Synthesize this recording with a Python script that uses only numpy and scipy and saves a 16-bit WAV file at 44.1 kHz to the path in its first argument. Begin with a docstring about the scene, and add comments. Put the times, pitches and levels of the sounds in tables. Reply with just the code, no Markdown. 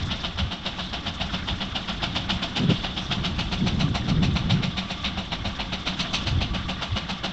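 """Steam traction engine ploughing

A steam traction engine hauls a plough across an open field, some way off, at about seven chuffs a second.
Each exhaust beat is shaped noise, a turbulent steam jet, that also drives the resonances of the chimney.
The soil adds an inverted echo and the land scatters a thin tail. A steam leak hisses, ironwork sings, rasps
and rattles as narrow noise bands and short decaying sines, and wind rumbles and buffets the microphone."""
import sys
import numpy as np
from scipy import signal
from scipy.fft import rfft, irfft
from scipy.io import wavfile
from scipy.ndimage import map_coordinates

SR = 44100
rng = np.random.default_rng(int(sys.argv[2]) if len(sys.argv) > 2 else 0)


def master_out(mix):
    """Clip the mix to full scale and print it as 16-bit PCM to the path in sys.argv[1]."""
    frames = np.transpose(np.atleast_2d(mix))
    ceiling = np.clip(frames, -1, 1)
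    pcm = np.round(ceiling * 32767).astype(np.int16)
    wavfile.write(sys.argv[1], SR, pcm)


N = 322812  # length in samples

# Relative spectrum of the jet noise leaving the chimney.
# Each row: frequency in Hz, spectral density in dB per Hz.
BLAST_SPECTRUM = [(130, -16.5), (300, -3.5), (450, -10), (720, 0.5), (1000, -6), (1380, -3.5), (1750, -4),
                  (2850, 1), (3700, 4.5), (4700, -7), (6100, -14), (6700, -24), (7400, -22.5), (8700, -45)]
# Resonances of the chimney and smokebox.
# Each row: frequency in Hz, bandwidth in Hz, relative level in dB.
CHIMNEY_MODES = [(186, 21.7, 19), (544, 26, 1), (678, 49, 2), (763, 38, -7), (828, 77, -6), (1374, 32, 1),
                 (2910, 170, 1.5)]


def exhaust(fall_s=0.023, fall_shape=1.13, lead_s=0.0036, tear_db=-1.0, hiss_db=-0.84, top_db=-1.0):
    """Jet noise and forced resonance: steam jets through the valve and dies away as the cylinder empties."""
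    t = clock()
    flow = np.zeros((3, N))  # gains of roar, hiss and top
    for start, opening, roar, hiss, top_level in beats():
        first = max(int((start - lead_s) * SR), 0)
        span = slice(first, int(start * SR) + SR // 5)
        # the low roar comes first, the hiss once the jet is up to speed
        age = t[span] - start + np.array([[lead_s], [0], [0]])
        valve = np.sin(np.pi / 2 * np.clip(age / opening, 0, 1)) ** 2
        pressure = np.exp(-(np.maximum(age - opening, 0) / fall_s) ** fall_shape)
        gains = undb([roar, hiss + hiss_db, top_level + top_db])[:, None]
        flow[:, span] += gains * valve * pressure
    # the turbulent jet tears and sputters within each beat
    jet = ragged(noise(BLAST_SPECTRUM), depth_db=1.64, rate=210)
    jet = jet * undb(tear_db * walk(260))
    treble, top = above(jet, 1700), above(jet, 5100)
    blast = flow[0] * (jet - treble) + flow[1] * (treble - top) + flow[2] * top
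    # noise with the envelope of the roar sets the air in the chimney ringing
    drive = flow[0] * noise([(4000, 1.0), (6000, -27)])
    ring = sum(undb(db) * resonate(drive, hz, width) for hz, width, db in CHIMNEY_MODES)
    return undb(3.5) * blast + undb(2.5) * ring


BEAT_S = 0.13714  # period before the lags below, in seconds
FIRST_PEAK_S = -0.023  # due time of the first full opening, in seconds
OPENING_S, OPENING_SCATTER = 0.025, 0.065  # typical valve opening time in seconds; spread of its logarithm
BEAT_DB, BEAT_SCATTER_DB = -29.5, 0.4  # base level and its random spread, both in dB
# The two strokes that alternate.
# Each row: delay in ms, level offset in dB, further offset of hiss and top in dB.
STROKE_PAIR = [(-2, -0.28, -0.5), (4.5, 0.67, -0.28)]
# The crank runs ahead and drops back as the plough's load changes.
# Each row: time in seconds, lag in ms.
LOAD_LAG = [(0, 3), (1.3, 1.5), (2.2, -2), (2.55, -12), (3.3, -10), (3.75, -6), (4.2, 9), (4.85, 2),
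            (5.3, 2.5), (5.85, 2.5), (6.1, -5), (7.3, 0.5)]
# Level offsets as the moving air carries the beats over.
# Each row: time in seconds, roar in dB, hiss in dB, top in dB.
AIR_CARRY = [(0.11, 0.1, 1, -6), (0.53, 0.2, -2.1, -1), (1.62, -0.7, -0.4, -5), (2.17, 2.5, 2.5, 2),
             (2.58, 0.7, 1.5, 4), (2.86, -0.1, -0.6, -6), (3.27, -1.0, 1.5, 2.6), (3.95, 2.5, -3.4, 3.5),
             (4.64, -0.7, 1.8, 1.5), (4.91, -1.5, -2, 1), (5.05, -2, 2.9, 0.5), (5.19, 1, -4.5, -2),
             (5.6, 0.8, -0.7, -6.5), (6.15, -0.5, 3.5, 11.5), (6.42, 1, -0.7, 0.7), (7.25, 2.4, -3, 2)]


def beats():
    """Periodic forcing with jitter: rows of start s, opening s, and levels of roar, hiss and top in dB."""
    count = int(N / SR / BEAT_S) + 1
    carry_s, *bands = np.transpose(AIR_CARRY)
    rows = []
    for k, (slow, strong) in enumerate(rng.standard_normal((count, 2))):
        delay_ms, stroke_db, hiss = STROKE_PAIR[k % 2]
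        due = FIRST_PEAK_S + k * BEAT_S
        lag_ms = np.interp(due, *np.transpose(LOAD_LAG)) + delay_ms
        peak = due + lag_ms / 1000
        opening = OPENING_S * np.exp(OPENING_SCATTER * slow)
        levels = BEAT_DB + stroke_db + BEAT_SCATTER_DB * strong + np.array([0, hiss, hiss])
        carried = [np.interp(due, carry_s, band) for band in bands]
        rows.append((peak - opening, opening, *(levels + carried)))
    return rows


# Sound reflected from the soil.
# Each row: time in seconds, lag behind the direct sound in ms, reflected share from 0 to 1.
SOIL_BOUNCE = [(0, 0.46, 0.15), (2.3, 0.502, 0.32), (3.2, 0.5, 0.2), (3.7, 0.599, 0.27), (5.5, 0.631, 0.28),
               (6.302, 0.54, 0.27), (7.3, 0.57, 0.06)]


def ground_bounce(x):
    """Comb interference: an inverted, delayed copy off the soil; moving air shifts the lag and the notches."""
    t = clock()
    s, lag_ms, share = np.transpose(SOIL_BOUNCE)
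    lag = np.interp(t, s, lag_ms) * SR / 1000  # in samples
    reflected = map_coordinates(x, [np.arange(N) - lag], order=3, mode="nearest")
    return x - np.interp(t, s, share) * reflected


# Colour of the sound that the land scatters back.
# Each row: frequency in Hz, gain in dB.
SCATTER_COLOUR = [(180, 7), (400, 0), (700, 1.5), (1300, -1), (2400, -1), (3400, 0), (4700, -3.5),
                  (8000, 0)]


def field(x, t60_s=0.28, build_s=0.23, tail_db=-8):
    """Diffuse scattering: furrows and far trees return a random-phase tail that follows the beat energy."""
    t = clock()[:SR]
    decay = (undb(-60 * t / t60_s) * (1 - np.exp(-t / build_s))) ** 2
    energy = np.abs(signal.fftconvolve(x ** 2, decay / decay.sum())[:N])
    spectrum = np.abs(rfft(x))
    phase = 2 * np.pi * rng.random(len(spectrum))
    scrambled = unit(irfft(spectrum * np.exp(1j * phase), N))
    return undb(tail_db) * np.sqrt(energy) * colour(scrambled, SCATTER_COLOUR)


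# Relative spectrum of the steady steam leak and running gear.
# Each row: frequency in Hz, spectral density in dB per Hz.
LEAK_SPECTRUM = [(80, 13.5), (190, 6), (300, 8.5), (460, -2.5), (720, -2), (1400, 1), (2400, -7),
                 (2950, -4.5), (3500, 6), (4000, -7), (4700, -10.5), (5400, -10.5), (6700, -21.5),
                 (7300, -23.5), (8700, -43.5)]
# Course of the leak before the trim leak_db.
# Each row: time in seconds, level in dB.
LEAK_COURSE = [(0, -36), (0.5, -45), (0.9, -40), (1.8, -40), (2.75, -38.5), (4.2, -42.5), (5.5, -41.5),
               (6.14, -37), (6.6, -41.5), (7.3, -42)]


def steam_leak(leak_db=2.5):
    """Turbulent leakage: broadband noise whose bands flicker apart from one another."""
    level = np.interp(clock(), *np.transpose(LEAK_COURSE)) + leak_db
    return ragged(noise(LEAK_SPECTRUM), depth_db=4.5, rate=33) * undb(level)


# Modes of the singing ironwork.
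# Each row: frequency in Hz, bandwidth of each of two filter passes in Hz, relative level in dB.
IRON_MODES = [(1162, 80, 0), (2148, 90, -8)]
IRON_DB, IRON_RISE_DB_PER_S = -54.5, 0.63  # the ironwork sings louder as the engine works along
# Brief rasps of the moving iron.
# Each row: time of the height in seconds, length in seconds, level in dB, pitch in Hz.
IRON_RASPS = [(0.86, 0.11, -40, 3700), (2.77, 0.03, -34, 3300), (2.78, 0.042, -46, 4300),
              (3.035, 0.05, -46.5, 5470), (6.08, 0.053, -39.5, 3360), (6.215, 0.058, -39, 2950)]


def ironwork():
    """Modal vibration: noise through narrow resonances sings unevenly, and bursts of band noise rasp."""
    ringing = IRON_DB + IRON_RISE_DB_PER_S * clock()
    iron = 0
    for hz, width, db in IRON_MODES:
        once = resonate(rng.standard_normal(N), hz, width)
        mode = unit(resonate(once, hz, width))
        waver_db = 3.5 * walk(12)
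        iron = iron + mode * undb(ringing + db + waver_db)
    return iron + swells(IRON_RASPS, spread=0.11)


def rattle(count=420, rattle_db=-50):
    """Impact excitation: gears and plough chink at random, each touch a decaying sine at its own pitch."""
    out, t = np.zeros(N + SR), np.arange(SR // 20) / SR
    ring_s, scatter_db = .003, 3  # decay time to 1/e; spread of the strengths
    for when, pitch, force in rng.random((count, 3)):
        hz = 1000 * 6 ** pitch  # from 1 to 6 kHz
        size = undb(scatter_db * min(-np.log(1 - force), 3))
        start = int(when * N)
        chink = np.exp(-t / ring_s) * np.sin(2 * np.pi * hz * t)
        out[start:start + len(t)] += size * chink
    far = colour(out[:N], [(1000, -2), (2300, -3), (3400, 2), (4500, -8), (6000, -15), (8000, -30)])
    return undb(rattle_db) * unit(far)


# Relative spectrum of the light breeze on the microphone.
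# Each row: frequency in Hz, spectral density in dB per Hz.
BREEZE_SPECTRUM = [(15, -16.5), (35, -4), (70, 0.5), (125, -6), (200, -13), (320, -17), (600, -41.5),
                   (1500, -68.5)]
# Strength of the breeze before the trim breeze_db.
# Each row: time in seconds, level in dB.
BREEZE_COURSE = [(0, -36), (0.45, -36.5), (0.6, -49), (0.8, -38.5), (1.5, -34), (1.9, -38), (2.12, -29),
                 (2.5, -39.5), (2.75, -31.5), (3.0, -39), (3.55, -28.5), (4.3, -28.5), (4.9, -38.5),
                 (5.4, -34), (5.951, -41.5), (6.42, -27), (6.8, -38), (7.3, -41.5)]
# Gusts, before their random buffeting.
# Each row: time of the height in seconds, length in seconds, level in dB, eddy rate in Hz.
GUST_LIST = [(0.06, 0.077, -25, 101), (0.445, 0.07, -26.5, 91), (1.525, 0.02, -24.5, 84),
             (2.63, 0.059, -21, 180), (2.705, 0.043, -18, 144), (2.712, 0.023, -23.5, 285),
             (3.22, 0.19, -30, 147), (3.635, 0.064, -22.5, 165), (3.82, 0.22, -23.5, 150),
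             (4.21, 0.24, -21, 149), (4.55, 0.2, -23, 143), (6.39, 0.11, -24, 85), (6.94, 0.042, -24, 72)]


def wind(breeze_db=-1.0, flutter_db=2, buffet_db=2):
    """Turbulent pressure: a breeze rumbles on the microphone and gusts buffet it near their eddy rates."""
    strength = np.interp(clock(), *np.transpose(BREEZE_COURSE))
    breeze = noise(BREEZE_SPECTRUM) * undb(strength + breeze_db + flutter_db * walk(42))
    gusts = swells(GUST_LIST, spread=0.36) * undb(buffet_db * walk(20))
    return breeze + gusts


def swells(table, spread):
    """Band-limited noise under Gaussian envelopes; spread sets the band edges as a ratio to the pitch."""
    out = np.zeros(N)
    for s, length, db, hz in table:
        centre = int(s * SR)
        at = np.arange(max(centre - SR // 5, 0), min(centre + SR // 5, N))
        edges = [hz / (1 + spread), hz * (1 + spread)]
        sos = signal.butter(2, edges, "band", fs=SR, output="sos")
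        band = signal.sosfilt(sos, rng.standard_normal(SR))[-len(at):]  # filter already settled
        shape = np.exp(-2 * ((at / SR - s) / length) ** 2)
        out[at] += undb(db) * unit(band * shape) * np.sqrt(np.mean(shape ** 2))
    return out


def ragged(x, depth_db, rate):
    """Independent modulation: every band of the spectrum above 1300 Hz flickers on its own."""
    out = 0
    for hz in (6000, 4300, 3300, 2300, 1300):
        upper = above(x, hz)
        out = out + upper * undb(depth_db * walk(rate))
        x = x - upper
    return out + x


def walk(rate):
    """Low-passed Gaussian noise: smooth chance of spread 1, its spectrum falling to 1/e at rate Hz."""
    coarse = rng.standard_normal(N // 20)
    f = np.fft.rfftfreq(len(coarse), 20 / SR)
    smooth = irfft(rfft(coarse) * np.exp(-(f / rate) ** 2), len(coarse))
    return np.interp(np.arange(N) / 20, np.arange(len(coarse)), unit(smooth))


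def noise(points):
    """Spectral shaping: white noise given a colour, rms 1."""
    return unit(colour(rng.standard_normal(N), points))


def colour(x, points):
    """Linear filtering: gains from (Hz, dB) points joined on a log-frequency axis."""
    hz, db = np.transpose(points)
    f = np.maximum(np.fft.rfftfreq(len(x), 1 / SR), 1)
    gain = undb(np.interp(np.log(f), np.log(hz), db))
    return irfft(rfft(x) * gain, len(x))


def resonate(x, hz, width):
    """Simple resonance: a single mode with gain 1 at its centre."""
    return signal.lfilter(*signal.iirpeak(hz, hz / width, fs=SR), x)


def above(x, hz):
    """Zero-phase high-pass: the part of x above hz, in phase with x."""
    return signal.sosfiltfilt(signal.butter(3, hz, "high", fs=SR, output="sos"), x)


def undb(db):
    """Logarithmic level: decibels to amplitude gain."""
    return 10 ** (np.asarray(db) / 20)


def unit(x):
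    """Normalisation: scale to an rms of 1."""
    return x / np.sqrt(np.mean(x ** 2))


def clock():
    """Uniform sampling: time of every sample in seconds."""
    return np.arange(N) / SR


def scene():
    """Superposition: the engine heard over the field, with wind close by."""
    chuffs = ground_bounce(exhaust())
    engine = chuffs + field(chuffs) + steam_leak() + ironwork() + rattle()
    return (engine + wind())[None]


TOP_HZ = 8750  # upper band edge


def record(dry):
    """Band limiting: a steep elliptic low-pass keeps little of the top octave."""
    return signal.sosfilt(signal.ellip(10, .2, 80, TOP_HZ, fs=SR, output="sos"), dry)


dry = scene()
out = record(dry)
master_out(out)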